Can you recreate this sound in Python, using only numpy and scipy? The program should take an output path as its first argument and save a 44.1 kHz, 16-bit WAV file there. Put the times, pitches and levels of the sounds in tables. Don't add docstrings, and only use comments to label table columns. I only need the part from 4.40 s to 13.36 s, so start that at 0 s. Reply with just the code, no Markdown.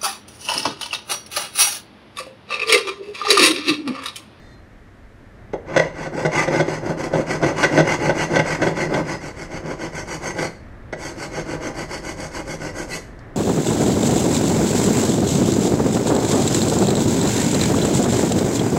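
import sys
import numpy as np
from scipy import signal
from scipy.fft import rfft, irfft
from scipy.io import wavfile
from scipy.ndimage import map_coordinates

SR = 44100
rng = np.random.default_rng(int(sys.argv[2]) if len(sys.argv) > 2 else 0)


def inscribe(sig):
    pcm = np.round(np.clip(np.atleast_2d(sig).T, -1, 1) * 32767)
    wavfile.write(sys.argv[1], SR, pcm.astype(np.int16))


N = 395136
SECOND_SPOT_S = 4.75

# frequency in Hz, relative level in dB.
RASP_SPECTRUM = [(100, -18), (300, 4), (600, -3), (1000, 2.5), (1700, -4), (2200, 0), (2700, -9.5),
                 (3300, -16.5), (3900, -19.5), (6000, -29.5), (16000, -97)]
HISS_SPECTRUM = [(1000, -74.5), (3000, -1.5), (3800, -8.5), (4500, 5), (5500, -2.5), (7000, -1),
                 (8500, -6.5), (10000, -9.5), (12300, -17), (15000, -31)]
JUDDER_SPECTRUM = [(40, -29.5), (85, -9.5), (130, -2), (200, -2.5), (280, 0), (450, -2), (620, -5),
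                   (780, -11.5), (1300, -16.5), (2500, -35), (6000, -56)]
def filing(tooth_rate=4200, slip_rate=900, grab_db=2, overlap_s=.005):
    body, edge = np.zeros((2, N))
    for k, (s, length) in enumerate(passes()):
        direction = (-1) ** k
        rasp_db, hiss_db, judder_db = effort(s + length / 2, direction)
        n = int((length + 2 * overlap_s) * SR)
        speed, load = swing(n, crest=.53 - .02 * direction), swing(n, crest=.54)
        stretch = 1 + .012 * rng.standard_normal()
        ring = 1 + .2 * rng.standard_normal(len(BOWL_MODES))
        teeth = ticks(n, tooth_rate * (speed + .3), scatter_db=3) * undb(grab_db * wobble(n, rate=170))
        slips = ticks(n, slip_rate, scatter_db=.7)
        rasp = signal.fftconvolve(teeth * speed ** 1.65, bowl(RASP_SPECTRUM, s, stretch, ring=ring))
        rasp = glide(rasp, n, .025 * direction)
        judder = signal.fftconvolve(slips * load ** .89, bowl(JUDDER_SPECTRUM, s, stretch))
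        add(body, s - overlap_s, undb(rasp_db) * rasp + undb(judder_db + .5) * judder)
        tilt_db = .82 * (hiss_db + 5.5)
        hiss = signal.fftconvolve(teeth * speed ** 1.79, bowl(HISS_SPECTRUM, s, stretch, tilt_db, ring))
        add(edge, s - overlap_s, undb(rasp_db + hiss_db - 1.5) * glide(hiss, n, .007 * direction))
    return body + steel(edge)


# start in seconds, end in seconds, number of passes.
STROKE_BOUTS = [(1.25, 1.513, 1), (1.527, 2.08, 3), (2.08, 2.41, 2), (2.412, 3.582, 8), (3.582, 4.938, 9),
                (4.938, 5.939, 7), (5.939, 6.105, 1), (6.56, 6.757, 1), (6.748, 7.045, 2),
                (7.045, 8.612, 11)]
def passes():
    return [(s, (end - start) / count) for start, end, count in STROKE_BOUTS
            for s in np.linspace(start, end, count, endpoint=False)]


# time in seconds, then relative levels in dB of rasp, of hiss over rasp and of judder.
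HAND_EFFORT = [(1.41, -28.5, -16, -29), (1.7, -37, -8, -27.5), (1.98, -21, -10, -21.5),
               (2.16, -24, -9.5, -21.5), (2.36, -33, -7.5, -22.5), (2.65, -32, -7.5, -22.5),
               (3.22, -23, -9, -19), (3.97, -24, -8, -21.5), (4.6, -27.5, -9, -19.5),
               (4.95, -35.5, -6, -36), (5.3, -34, -7.5, -27), (5.72, -31, -4.5, -32.5),
               (6.0, -27, -5, -25.5), (6.67, -34.5, -3, -34), (7.2, -32, -6.5, -26),
               (7.6, -32.5, -2.5, -33), (8.27, -33, -4, -29), (8.54, -34, 1, -31)]
def effort(s, direction, push_rasp_db=-1.5, push_judder_db=2):
    times, *columns = np.transpose(HAND_EFFORT)
    rasp_db, hiss_db, judder_db = (np.interp(s, times, column) for column in columns)
    lean = direction * (s < SECOND_SPOT_S)
    return rasp_db + lean * push_rasp_db, hiss_db, judder_db + lean * push_judder_db


def swing(n, crest, bite=.78):
    turn = np.interp(np.arange(n) / n, [0, crest, 1], [0, .5, 1])
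    return np.sin(np.pi * turn) ** np.where(turn < .5, bite, 1)


def ticks(n, rate, scatter_db):
    chance, size, sign = rng.random(n), rng.standard_normal(n), rng.choice([-1, 1], n)
    return unit((chance < rate / SR) * sign * undb(scatter_db * np.clip(size, -2, 2)))


def glide(x, n, share):
    i = np.arange(len(x))
    progress = np.minimum(i / n, 1)
    return map_coordinates(x, [i + share * n * progress * (progress - 1)], order=3)


# frequency in Hz with the file on the first spot,
# frequency in Hz on the second spot, width in Hz, nominal lift in dB.
BOWL_MODES = [(155.5, 154.7, 28, 12), (353, 343.5, 72, 6), (538, 522, 97, 6), (690, 650, 31, 4),
              (847, 825, 45, 7), (968, 970, 124, 6), (1137, 1060, 21, 1.5), (1540, 1536, 156, 7.5),
              (1940, 1970, 133, 8.5), (2080, 2147, 156, 6), (2530, 1600, 92, 1.5), (2793, 2896, 143, 9),
              (3340, 3210, 210, 4.5), (4325, 4560, 250, 7.5), (5070, 5280, 370, 8), (5700, 5700, 120, 10),
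              (6205, 6420, 350, 12), (6660, 5900, 110, 7), (7500, 11000, 130, -1.5), (7980, 8030, 690, 6.5)]
def bowl(spectrum, s, stretch=1, tilt_db=0, ring=1, size=4096):
    hz = np.arange(size // 2 + 1) * SR / size
    octaves_up = np.log2(np.maximum(hz / 6000, 1))
    db = slope(spectrum, hz) + tilt_db * octaves_up
    for (first, second, width, lift), share in zip(BOWL_MODES, ring * np.ones(len(BOWL_MODES))):
        centre = stretch * (first if s < SECOND_SPOT_S else second)
        db = db + share * lift / (1 + (2 * (hz - centre) / width) ** 2)
    cepstrum = irfft(db * np.log(10) / 20)
    cepstrum[1:size // 2] *= 2
    cepstrum[size // 2 + 1:] = 0
    return unit_energy(irfft(np.exp(rfft(cepstrum))))


def steel(hiss, direct_db=-1, overtone_db=-9, blade_db=-9):
    return (undb(direct_db) * hiss + undb(overtone_db) * overtones(hiss)[:N]
            + undb(blade_db) * blade(hiss)[:N])


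def overtones(force, count=130, low_hz=4200, high_hz=14500, t60=.072):
    t = np.arange(SR // 10) / SR
    place, side = rng.random((2, count))
    hz = low_hz + (high_hz - low_hz) * (np.arange(count) + place) / count
    size = np.sign(side - .5) * np.sqrt(hz)
    modes = size @ np.sin(2 * np.pi * np.outer(hz, t))
    return signal.fftconvolve(force, unit_energy(modes * undb(-60 * t / t60)))


# frequency in Hz, relative level in dB, 60 dB decay time in seconds.
BLADE_MODES = [(1896, 8, 0.1), (3628, -7, 0.19), (4130, -9.5, 0.4), (5670, -17, 0.41)]
def blade(force):
    t = np.arange(SR // 2) / SR
    modes = sum(undb(db - 60 * t / t60) * np.sin(2 * np.pi * hz * t) for hz, db, t60 in BLADE_MODES)
    return signal.fftconvolve(force, unit_energy(modes))


# frequency in Hz, relative level in dB.
THUD_SPECTRUM = [(50, -23), (130, -8.5), (220, -6.5), (340, 0), (480, 0.5), (640, -0.5), (800, -9.5),
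                 (1300, -21), (3000, -45), (8000, -72)]
CLASH_SPECTRUM = [(200, -18), (800, 0), (1500, 6), (2100, 3.5), (2800, -6.5), (3650, -4), (4500, -12.5),
                  (6500, -16), (9000, -23), (15000, -42)]
# start in seconds, length in seconds, thud level in dB, clash over thud in dB.
FILE_CATCHES = [(1.131, 0.015, -18, -20), (1.362, 0.018, -10.5, -4), (1.393, 0.01, -12.5, -1.5),
                (1.66, .02, -25, -13), (1.85, 0.019, -13, -9), (2.075, 0.014, -15, -11),
                (2.136, 0.032, -19, -6.5), (2.195, 0.019, -14, -7), (2.28, 0.0097, -17, -13.5),
                (2.732, 0.031, -16.5, -13), (2.876, 0.015, -30, -21), (3.024, 0.026, -14, -10),
                (3.23, 0.024, -18.5, 5), (3.375, 0.036, -10.5, -8), (3.694, 0.017, -12.5, -9.5),
                (3.939, 0.013, -17, -9), (3.958, 0.013, -10.5, -5.5), (3.991, 0.013, -14.5, -3),
                (4.217, 0.024, -15, -6), (4.268, .010, -16.5, -5.5), (4.540, 0.012, -21.5, 0),
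                (5.308, 0.0083, -20.5, -30), (5.985, 0.014, -19.5, -5.5), (6.026, 0.0062, -19.5, -7),
                (6.526, 0.013, -23, -5.5), (6.968, 0.032, -25.5, -9), (7.136, 0.019, -27.5, -12),
                (8.565, 0.015, -36, -17.5)]
def catches(bounce_rate=1300, clash_rate=2400, rebound_s=.025, rebound_db=-10):
    out = np.zeros(N)
    for s, length, db, clash_db in FILE_CATCHES:
        n = int(length * SR)
        for delay_s, spectrum, rate, level_db in ((0, THUD_SPECTRUM, bounce_rate, db),
                                                  (0, CLASH_SPECTRUM, clash_rate, db + clash_db),
                                                  (rebound_s, THUD_SPECTRUM, bounce_rate, db + rebound_db)):
            response = bowl(spectrum, s, ring=1.35)
            burst = signal.fftconvolve(ticks(n, rate, scatter_db=3.5), response)
            add(out, s + delay_s, undb(level_db) * np.sqrt(n) * unit_energy(burst))
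    return out


# start in seconds, length in seconds, centre pitch in Hz, level in dB.
BLADE_SQUEALS = [(1.935, 0.11, 1200, -30), (1.965, 0.06, 1975, -22), (3.185, 0.089, 1157, -30),
                 (3.458, .06, 2825, -35), (3.478, 0.037, 2050, -24), (3.77, .07, 2830, -37),
                 (6.024, 0.066, 4350, -42), (8.506, 0.054, 1993, -35), (8.508, 0.051, 4200, -42),
                 (8.512, 0.055, 2600, -41)]
def squeals(sag=.018, waver=.023, waver_rate=350, flutter_db=-1):
    out = np.zeros(N)
    for s, length, pitch_hz, db in BLADE_SQUEALS:
        n = int(length * SR)
        hz = pitch_hz * (1 + sag * np.linspace(.5, -.5, n)) * (1 + waver * wobble(n, waver_rate))
        tone = np.sin(2 * np.pi * np.cumsum(hz) / SR) * undb(flutter_db * wobble(n, waver_rate))
        add(out, s, undb(db) * unit(tone * swing(n, crest=.5)))
    return out


# start in seconds, length in seconds, ring level in dB, scrape level in dB.
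LIGHT_TOUCHES = [(0, 0.145, -52.5, -64), (8.53, 0.046, -45, -49), (8.79, 0.004, -52, -50)]
def touches():
    out = np.zeros(N)
    for s, length, ring_db, scrape_db in LIGHT_TOUCHES:
        force = ticks(int(length * SR), rate=3000, scatter_db=3)
        add(out, s, undb(ring_db) * blade(force))
        add(out, s, undb(scrape_db) * signal.fftconvolve(force, bowl(HISS_SPECTRUM, s)))
    return out


def garage(x, split_hz=2400):
    low, high = (signal.butter(2, split_hz, kind, fs=SR, output="sos") for kind in ("low", "high"))
    above_bass = signal.butter(1, 700, "high", fs=SR, output="sos")
    response = (undb(-6.5) * signal.sosfilt(above_bass, tail(t60=.087, delay_s=.001))
                + undb(-9.5) * signal.sosfilt(low, tail(t60=.38, delay_s=.011))
                + undb(-9) * signal.sosfilt(high, tail(t60=.39, delay_s=.01)))
    response[0] += 1
    return signal.fftconvolve(x, unit_energy(response))[:N]


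def tail(t60, delay_s):
    t = np.arange(SR) / SR
    return unit_energy(rng.standard_normal(SR) * 1000 ** (-t / t60) * (t > delay_s))


# frequency in Hz, relative spectral density in dB.
AIR_SPECTRUM = [(12, -22), (20, -4), (49, -7.5), (57, -7), (70, -13), (103, -7.5), (147, -18), (223, -16),
                (497, -24), (656, -24), (796, -29.5), (1730, -32), (2550, -41), (12000, -61), (15000, -70)]
# time in seconds, gain in dB.
RUMBLE_SWELL = [(0, 0), (.7, -2.5), (1.1, 0.5), (2, 2.5), (5, 4), (6.4, 3.5), (8.3, 5), (8.7, 5.5)]
def air(level_db=-42.5, band_hz=1950, band_width_hz=450, band_db=4.5, rumble_hz=2400, sub_hz=24):
    hz = np.arange(N // 2 + 1) * SR / N
    db = slope(AIR_SPECTRUM, hz) + band_db * np.exp(-((hz - band_hz) / band_width_hz) ** 2)
    spectrum = rfft(rng.standard_normal(N)) * undb(db) * hz / np.hypot(hz, sub_hz)
    noise = irfft(spectrum, N)
    low = irfft(spectrum / (1 + (hz / rumble_hz) ** 4), N)
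    swell_db = np.interp(np.arange(N) / SR, *np.transpose(RUMBLE_SWELL)) + .5 * wobble(N, rate=6.6)
    return undb(level_db) * (noise - low + low * undb(swell_db)) / np.std(noise)


def wobble(n, rate):
    knots = rng.standard_normal(512)
    return np.interp(np.arange(n) * rate / SR, np.arange(len(knots)), knots)


def slope(points, hz):
    point_hz, db = np.transpose(points)
    return np.interp(np.log(hz + 1), np.log(point_hz), db)


def undb(db):
    return 10 ** (np.asarray(db) / 20)


def unit(x):
    return x / np.sqrt(np.mean(x ** 2) + 1e-18)


def unit_energy(x):
    return x / np.sqrt(np.sum(x ** 2) + 1e-18)


def add(track, s, x):
    i = max(int(s * SR), 0)
    track[i:i + len(x)] += x[:N - i]


def scene():
    return (garage(filing() + catches() + squeals() + touches()) + air())[None]


def record(dry, top_hz=14700):
    lowpass = signal.ellip(8, .2, 80, top_hz, fs=SR, output="sos")
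    return signal.sosfilt(lowpass, np.clip(dry, -1, 1))


dry = scene()
out = record(dry)
inscribe(out)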